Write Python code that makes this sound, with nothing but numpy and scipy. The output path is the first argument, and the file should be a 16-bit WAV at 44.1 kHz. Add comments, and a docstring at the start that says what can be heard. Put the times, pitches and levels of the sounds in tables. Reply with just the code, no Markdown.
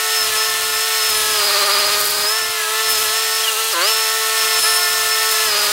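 """A twin-cylinder petrol engine drives a stump grinder on an open lawn, with time running nearly
four times fast. Periodic firing gives a high harmonic tone under the fan's piercing blade-passing whine;
the speed sags and hunts as the teeth bite. The cutter drive has its own gliding pitch. Random impacts
make the cut rumble, the chips spray and the grit rattle, and oil forced through the hydraulic valves
squeals and hisses as the boom lifts and drops."""
import sys
import numpy as np
from scipy import signal
from scipy.fft import rfft, irfft, next_fast_len
from scipy.io import wavfile
from scipy.ndimage import uniform_filter1d

SR = 44100
rng = np.random.default_rng(int(sys.argv[2]) if len(sys.argv) > 2 else 0)


def store_wav(level_fs):
    """Save 16-bit WAV to argv[1]."""
    pcm = np.round(np.clip(np.atleast_2d(level_fs), -1, 1) * 32767)
    wavfile.write(sys.argv[1], SR, pcm.T.astype(np.int16))


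N = 252243
TIME = np.arange(N) / SR

CRANK_HZ, DRIVE_HZ = 220, 365.5   # running free: crankshaft turns, cutter drive pulses
FAN_BLADES, PANEL_ORDER = 24, 48

# Levels in all tables are relative. An order is a multiple of the crank or drive frequency.
# firing harmonics: order, free-running level/dB, loaded level/dB
EXHAUST_HARMONICS = [(1, -59.5, -76.5), (2, -31, -31), (3, -38.5, -30), (4, -34.5, -37), (5, -34, -41),
                     (6, -27, -26), (7, -43, -34), (8, -32, -36), (9, -34.5, -33), (10, -51, -34.5),
                     (11, -37, -36), (12, -33.5, -34.5)]
# engine loudness as the machine swings about: t/s, exhaust level/dB, rush level/dB
ENGINE_LEVEL = [(0.0, -30, -26.5), (0.42, -26, -26), (0.57, -31.5, -27), (1.1, -28, -25.5),
                (1.63, -22, -24.5), (1.96, -26, -25.5), (2.1, -31, -28.5), (2.29, -26.5, -28),
                (2.48, -33.5, -28), (2.8, -25, -26), (3.0, -27.5, -25.5), (3.68, -28.5, -26.5),
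                (3.85, -23.5, -23), (4.05, -25, -27), (4.68, -25.5, -25), (4.9, -28.5, -27),
                (5.41, -24.5, -25.5), (5.72, -27.5, -23)]
# loads from teeth or boom: start t/s, end t/s, attack t/s, release t/s, crank sag f/Hz, drive sag f/Hz
LOADS = [(0.225, 0.419, 0.16, 0.169, 2.6, 20.0), (0.481, 0.825, 0.082, 0.208, 1.4, 10.0),
         (1.002, 1.041, 0.038, 0.025, 4.2, 6.0), (1.111, 1.138, 0.037, 0.026, 5.4, 12.0),
         (1.126, 2.33, 0.245, 0.085, 4.5, 32.0), (1.376, 2.292, 0.11, 0.077, 9.5, 26.0),
         (1.538, 1.861, 0.412, 0.391, 5.0, 6.0), (2.33, 3.17, 0.115, 0.12, 1.1, 12.0),
         (2.593, 2.737, 0.177, 0.129, 4.0, 26.0), (2.961, 3.004, 0.032, 0.038, 5.5, 32.0),
         (3.046, 3.113, 0.063, 0.114, 3.5, 19.0), (3.482, 3.872, 0.11, 0.172, -2.1, 99.0),
         (3.532, 3.577, 0.046, 0.037, 8.7, 8.0), (3.737, 3.845, 0.035, 0.12, 53.0, -4.0),
         (4.325, 5.185, 0.2, 0.206, 0.1, 9.0), (4.618, 4.664, 0.05, 0.054, 4.5, 22.0),
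         (4.998, 5.065, 0.092, 0.17, 1.1, 4.0), (5.315, 5.9, 0.056, 0.1, 1.4, 21.0),
         (5.493, 5.9, 0.104, 0.1, 11.6, 56.0)]
# deep bites in which the governor hunts: start t/s, end t/s
HUNTS = [(1.418, 2.3), (5.543, 5.8)]
# brief dips in the machine's voice: centre t/s, half-width t/s, level/dB
DIPS = [(0.308, .06, -2.5), (4.617, 0.024, -9)]
# cooling fan whine: t/s, level/dB
WHINE_LEVEL = [(0.0, -34), (0.13, -24), (0.42, -22.5), (0.58, -35), (0.76, -23.5), (1.43, -26), (2.13, -32),
               (2.33, -21.5), (2.7, -39), (2.93, -24), (3.25, -28), (3.73, -26.5), (3.88, -21.5),
               (4.29, -30), (4.67, -21), (4.9, -26), (5.56, -25.5), (5.72, -30)]
# dropouts of the whine, longest while the boom rises: start t/s, end t/s, level/dB
WHINE_GAPS = [(0.275, 0.365, -15), (0.85, 0.92, -8), (3.45, 3.705, -25), (4.255, 4.345, -6)]
# valve and gear harmonics: order, level/dB
CLATTER_HARMONICS = [(13, -40), (14, -44), (15, -39), (16, -39), (17, -41), (18, -40), (19, -37), (20, -40),
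                     (21, -44), (22, -45), (23, -42), (27, -44), (28, -42), (30, -40), (34, -41), (38, -42),
                     (42, -44), (54, -49), (56, -44), (57, -43), (58, -43)]
# spectral densities of mechanical rush, loaded roar, wood rumble, chips and grit: f/Hz, level/dB
RUSH_SPECTRUM = [(100, -33.5), (250, -33), (400, -16.5), (600, -11), (800, -9), (1100, -3.5), (1400, -4),
                 (2100, -1.5), (2900, 3.5), (4000, -2), (5000, -3), (7000, -5.5), (12000, -12.5)]
ROAR_SPECTRUM = [(300, -16.5), (600, -21), (900, 1.5), (1250, 3), (1600, -1.5), (2500, -12.5), (3600, -3),
                 (4250, 2.5), (4750, 6), (5300, -13), (9000, -23.5)]
RUMBLE_SPECTRUM = [(25, -3), (60, -6), (88, -3.5), (115, 0.5), (190, -5.5), (270, 2), (340, -2), (600, 4),
                   (1200, -11)]
SPRAY_SPECTRUM = [(1500, -22), (4000, 0.5), (6000, -2.5), (7500, -1), (9300, 0), (11000, -4), (12700, -3.5),
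                  (14000, -6), (16000, -5)]
GRIT_SPECTRUM = [(600, -14), (2000, -5), (6000, -5), (10000, 0), (13500, 1), (16000, -3)]
# cutter drive partials: order, level/dB
DRIVE_PARTIALS = [(1, -24.5), (2, -8.5), (3, -6.5), (3.5, -12), (4, -3), (5, 2.5), (6, -4.5), (7, -11),
                  (8, -36), (9, -16.5), (11, -16), (15, -21)]
# cutter drive running free: t/s, level/dB
DRIVE_LEVEL = [(0.0, -30), (1.2, -31.5), (2.5, -30.5), (3.2, -32.5), (4.2, -33), (4.6, -25.5), (4.95, -27),
               (5.3, -30), (5.72, -23)]
# passes of the teeth through the wood: start t/s, end t/s, rumble level/dB
CUTS = [(0.202, 0.38, -46), (0.48, 0.806, -49), (1.093, 1.85, -44), (1.848, 2.26, -41.5),
        (2.408, 2.513, -47.5), (2.55, 2.806, -60), (2.86, 3.11, -46.5), (4.393, 4.487, -51),
        (4.58, 4.658, -49), (4.72, 4.743, -46.5), (4.8, 4.83, -68), (4.893, 5.084, -48.5),
        (5.456, 5.72, -43.5)]
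# chip spray: t/s, level/dB
SPRAY_LEVEL = [(0.0, -22), (0.6, -23), (1.1, -21.5), (2.29, -21), (2.48, -26), (2.97, -22.5), (3.2, -22.5),
               (4.1, -21), (4.6, -20.5), (5.4, -20), (5.55, -22.5), (5.72, -20)]
# showers of grit on the guard: centre t/s, half-width t/s, level/dB
GRIT_SHOWERS = [(1.10, 0.015, -22), (2.003, 0.023, -23), (2.06, 0.038, -24), (2.11, 0.016, -23.5),
                (2.907, 0.03, -22), (3.007, 0.095, -26.5), (5.322, 0.017, -22)]
# valve squeals: centre t/s, half-width t/s, f/Hz, glide/(Hz/s), level/dB
VALVE_CHIRPS = [(3.446, 0.014, 3230, -8000, -21), (3.486, 0.013, 2870, -8000, -15.5),
                (3.57, 0.063, 2780, 2000, -31), (3.68, .025, 3330, -3000, -29),
                (3.796, 0.022, 2830, 9004.5, -29), (3.88, 0.045, 2900, 1498.5, -26),
                (4.625, 0.027, 4890, -8000, -49)]
# spurts of oil through the valve as the boom drops: start t/s, end t/s, f/Hz, level/dB
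OIL_SPURTS = [(4.587, 4.728, 9950, -23), (4.738, 4.776, 9500, -19)]


def exhaust(crank, load, slow, hum_db, exhaust_db):
    """Periodic firing radiates a harmonic series whose balance shifts as load opens the throttle."""
    out = np.zeros(N)
    for order, free_db, loaded_db in EXHAUST_HARMONICS:
        level_db = free_db + load * (loaded_db - free_db)
        if order <= 2:   # the firing hum
            level_db += swing(hum_db) - 1.9
            tone = partial(order * crank, flutter_db=0.72, wander=.03, rate=12)
        else:
            # at low speed the higher harmonics slide down into the silencer's resonance
            resonance_db = 6 * slow * np.exp(-((order - 8.5) / 2.0) ** 2)
            level_db += resonance_db + 0.66 * swing(exhaust_db) - 2.5
            tone = partial(order * crank, flutter_db=1.5, wander=.15, rate=16)
        out += from_db(level_db) * tone
    return out


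def governed_speeds(share=.13, lag_s=.4):
    """Load torque slows engine and drive; lagging feedback wins back some crank speed and overshoots."""
    crank_sag, drive_sag = sum(np.outer([crank_hz, drive_hz], held(*timing))
                               for *timing, crank_hz, drive_hz in LOADS)
    decay = np.exp(-1 / (lag_s * SR))
    correction = signal.lfilter([1 - decay], [1, -decay], crank_sag)
    return CRANK_HZ - crank_sag + share * correction, DRIVE_HZ - drive_sag


def hunting(mean_hz, onset_hz=212):
    """Feedback oscillation: in a deep bite the speed swings, wider and slower the more it has sagged."""
    overload_hz = np.maximum(onset_hz - mean_hz, 0)
    rate_hz = 19.85 - .6 * overload_hz
    cycles = sum(np.sin(angle(rate_hz * (TIME > start))) * (TIME < end) for start, end in HUNTS)
    return -.66 * overload_hz * cycles


def fan(crank, mean_hz, slow, load, surge, notch_hz=216.6, notch_width_hz=1.7):
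    """A tone at the blade-passing frequency; at low speed phase modulation broadens it into a rasp."""
    # the whine fades where the speed lingers near notch_hz
    lingering_hz = uniform_filter1d(mean_hz, SR // 10)
    steady = np.exp(-(mean_hz - lingering_hz) ** 2)
    notch = steady * np.exp(-((lingering_hz - notch_hz) / notch_width_hz) ** 2)
    gaps_db = sum(db * held(start, end, .03, .03) for start, end, db in WHINE_GAPS)
    whine_db = in_time(WHINE_LEVEL)[0] - 5.5 * notch + gaps_db
    blades = partial(FAN_BLADES * crank, flutter_db=1.2 + .8 * load, wander=.22 + 2.2 * slow, rate=70)
    swell_db = .45 * surge + 2.2 * drift(rate=10)
    return from_db(whine_db + swell_db + 1.0 - 6.7 * slow + 3.5 * load) * blades


def mechanical_rush(crank, rush_db, pickup):
    """Broadband engine noise, amplitude-modulated at the rotation frequency."""
    level_db = rush_db + 1.68 + .8 * pickup + 1.07 * drift(rate=10)
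    return from_db(level_db) * colour(pulsed_noise(crank, depth=0.23), RUSH_SPECTRUM)


def clatter(crank, hz, load, rush_db, panel_hz=10400, half_width_hz=90):
    """Periodic valve and gear impacts give upper harmonics; one sings on crossing a panel resonance."""
    floor_db = {order: -48 for order in range(len(EXHAUST_HARMONICS) + 1, 44) if order != FAN_BLADES}
    buzz = sum(from_db(db + 1 + order / 25) * partial(order * crank, flutter_db=1.6, wander=.4, rate=9)
               for order, db in (floor_db | dict(CLATTER_HARMONICS)).items())
    resonance = 1 / (1 + ((PANEL_ORDER * hz - panel_hz) / half_width_hz) ** 2)
    forcing = partial(PANEL_ORDER * crank, flutter_db=2.5, wander=0.46, rate=10)
    panel = from_db(-31) * resonance * (1 - load) * forcing
    return buzz * from_db(2.2 * swing(rush_db) - 9.0 * load) + panel


def labour(crank, bite, hunt, exhaust_db):
    """Load modulates a roar and a rasp: a deep bite is loudest each time the speed sags."""
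    roar = from_db(-0.5) * colour(pulsed_noise(crank, depth=0.25), ROAR_SPECTRUM)
    rasp = from_db(-8) * partial(21 * crank, flutter_db=3, wander=1.4, rate=70)
    effort_db = -.3 * hunt + 0.23 * swing(exhaust_db)
    return from_db(effort_db - 22.5) * bite * (roar + rasp)


def cutter_drive(drive, drive_hz, bite, fade_db_per_hz=0.04):
    """The hydraulic motor's pulsation gives partials that sink and fade as the wood brakes the wheel."""
    tone = sum(from_db(db) * partial(order * drive, flutter_db=2.0, wander=0.42, rate=13)
               for order, db in DRIVE_PARTIALS)
    braking_db = fade_db_per_hz * (DRIVE_HZ - drive_hz) + 7.5 * bite
    return from_db(in_time(DRIVE_LEVEL)[0] - braking_db - 1.57) * tone


def tooth_contact():
    """Contact gates the excitation: its amplitude rises and falls as the teeth meet and leave the wood."""
    gate = sum(from_db(db) * ((TIME >= start) & (TIME < end)) for start, end, db in CUTS)
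    return uniform_filter1d(gate, SR // 50)


def wood_rumble(drive, cut, load):
    """Impact excitation: wood thuds under the teeth, and in a light cut the wheel knocks once a turn."""
    thuds = colour(grains(per_s=1200, spread_db=4.5), RUMBLE_SPECTRUM)
    turn = drive / 4   # four drive pulses to a turn of the wheel
    knock = partial(turn, flutter_db=-0.5, wander=0.66, rate=32)
    sideband = from_db(-3.5) * partial(drive - turn, flutter_db=2.0, wander=0.5, rate=25)
    rumble = (cut + from_db(-76)) * from_db(6) * thuds
    return rumble + cut * from_db(-5.5) * (1 - load) * (knock + sideband)


def chip_spray(drive, slow):
    """Shot noise: dense chip impacts merge into a hiss that pulses with the drive."""
    chips = grains(per_s=14000, spread_db=4.5) * np.exp(0.12 * np.cos(drive))
    level_db = in_time(SPRAY_LEVEL)[0] - 2.9 * slow - 0.2
    return from_db(level_db) * colour(chips, SPRAY_SPECTRUM)


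def grit():
    """Short, hard impacts have a broad spectrum: grit strikes the guard in showers of bright ticks."""
    showers = sum(from_db(db) * gaussian(centre, width) for centre, width, db in GRIT_SHOWERS)
    ticks = colour(grains(per_s=700, spread_db=1.8), GRIT_SPECTRUM)
    return from_db(4.5) * showers * ticks


def hydraulics():
    """Flow-induced oscillation: the valves squeal in glides, and oil gives a narrow-band hiss."""
    out = np.zeros(N)
    for centre, width, hz, glide, db in VALVE_CHIRPS:
        unsteadiness = np.clip((-18 - db) / 14, .3, 1.3)   # a loud squeal locks into a purer tone
        gliding_hz = hz + glide * np.clip(TIME - centre, -2 * width, 2 * width)
        squeal = partial(angle(gliding_hz), flutter_db=2, wander=unsteadiness, rate=90)
        out += from_db(db) * np.exp(-((TIME - centre) / width) ** 2) * squeal
    for start, end, hz, db in OIL_SPURTS:
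        hiss = partial(2 * np.pi * hz * TIME, flutter_db=3.5, wander=1.9, rate=230)
        out += from_db(db - 3) * held(start, end, .011, .011) * hiss
    return out


def partial(phase, flutter_db, wander, rate):
    """A sinusoid under random amplitude and phase modulation; wander is the phase spread in radians."""
    start = rng.uniform(0, 2 * np.pi)
    return np.sqrt(2) * np.sin(phase + start + wander * drift(rate)) * from_db(flutter_db * drift(rate))


def drift(rate):
    """Low-passed noise wanders smoothly with unit power; rate is the corner frequency in Hz."""
    pole = np.exp(-40 * np.pi * rate / SR)   # runs at SR / 20
    noise = rng.standard_normal(N // 20 + 2002)
    smooth = signal.lfilter([1], [1, -2 * pole, pole * pole], noise)[2000:]
    return np.interp(np.arange(N) / 20, np.arange(len(smooth)), unit_power(smooth))


def grains(per_s, spread_db):
    """A Poisson process of clicks of uneven size, at unit power."""
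    sizes = from_db(spread_db * np.minimum(rng.exponential(1, N), 4)) * rng.choice([-1, 1], N)
    return unit_power(sizes * (rng.random(N) < per_s / SR))


def pulsed_noise(phase, depth):
    """Amplitude modulation swells the noise once per cycle."""
    return rng.standard_normal(N) * np.exp(depth * np.cos(phase))


def colour(x, spectrum):
    """Source and filter: a flat excitation takes on a spectrum, at unit power."""
    hz, db = np.transpose(spectrum)
    size = next_fast_len(N + SR // 10)
    bins = np.maximum(np.arange(size // 2 + 1) * SR / size, 1)
    gain = from_db(np.interp(np.log(bins), np.log(hz), db))
    gain /= np.sqrt(1 + (hz[0] / 2 / bins) ** 4)   # bass roll-off
    return unit_power(irfft(rfft(x, size) * gain, size)[:N])


def held(start, end, attack, release):
    """A plateau with raised-cosine edges centred on its start and end."""
    rise, fall = np.clip([(TIME - start) / attack, (end - TIME) / release], -.5, .5)
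    return (.5 + .5 * np.sin(np.pi * rise)) * (.5 + .5 * np.sin(np.pi * fall))


def gaussian(centre, width):
    """A bell-shaped envelope."""
    return np.exp(-2 * ((TIME - centre) / width) ** 2)


def angle(hz):
    """Phase is the time integral of frequency."""
    return 2 * np.pi * np.cumsum(hz) / SR


def in_time(rows):
    """Linear interpolation of each column to every sample."""
    times, *columns = np.transpose(rows)
    return [np.interp(TIME, times, column) for column in columns]


def swing(db):
    """Deviation of a level from its median."""
    return db - np.median(db)


def from_db(db):
    """Level to amplitude ratio."""
    return 10 ** (np.asarray(db) / 20)


def unit_power(x):
    """Normalisation to a mean square of 1."""
    return x / np.sqrt(np.mean(x ** 2) + 1e-20)


def scene():
    """Superposition in open air: all the sources, coupled by speed and load, heard from one near point."""
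    mean_hz, drive_hz = governed_speeds()
    hunt = hunting(mean_hz)
    wander_hz = .5 * drift(rate=9)
    hz = mean_hz + hunt + wander_hz
    cut = tooth_contact()
    # load, slow, bite and pickup each run from 0 to 1
    load = np.clip((217 - mean_hz) / 12, 0, 1)
    slow = np.clip((197 - hz) / 22, 0, 1)
    bite = load * np.clip(cut / from_db(-51), 0, 1)
    acceleration = uniform_filter1d(np.gradient(mean_hz) * SR, SR // 12)
    pickup = np.tanh(np.maximum(acceleration, 0) / 37)
    engine_db, rush_db = in_time(ENGINE_LEVEL)
    exhaust_db = engine_db + 2.5 * pickup   # the exhaust barks as the engine gains speed
    hum_db = 0.48 * exhaust_db - 2.4 * slow - load
    surge = bite * hunt   # while it bites, the wheel surges along with the engine
    crank = angle(hz)
    drive = angle(drive_hz * (1 + (1.55 * surge + wander_hz) / hz))
    dip = from_db(sum(db * gaussian(centre, width) for centre, width, db in DIPS))
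    mono = dip * exhaust(crank, load, slow, hum_db, exhaust_db - 0.33 * surge)
    mono += dip * cutter_drive(drive, drive_hz, bite)
    mono += np.sqrt(dip) * mechanical_rush(crank, rush_db, pickup)
    mono += clatter(crank, hz, load, rush_db)
    mono += fan(crank, mean_hz, slow, load, surge)
    mono += labour(crank, bite, hunt, exhaust_db)
    mono += wood_rumble(drive, cut, load) + chip_spray(drive, slow) + grit() + hydraulics()
    return np.array([mono, mono])


def record(dry, ceiling=1.25, cutoff_hz=15720):
    """Soft saturation rounds the highest peaks, and a steep low-pass filter cuts the top."""
    low_pass = signal.ellip(12, .1, 90, cutoff_hz, fs=SR, output="sos")
    return signal.sosfilt(low_pass, ceiling * np.tanh(dry / ceiling))


dry = scene()
out = record(dry)
store_wav(out)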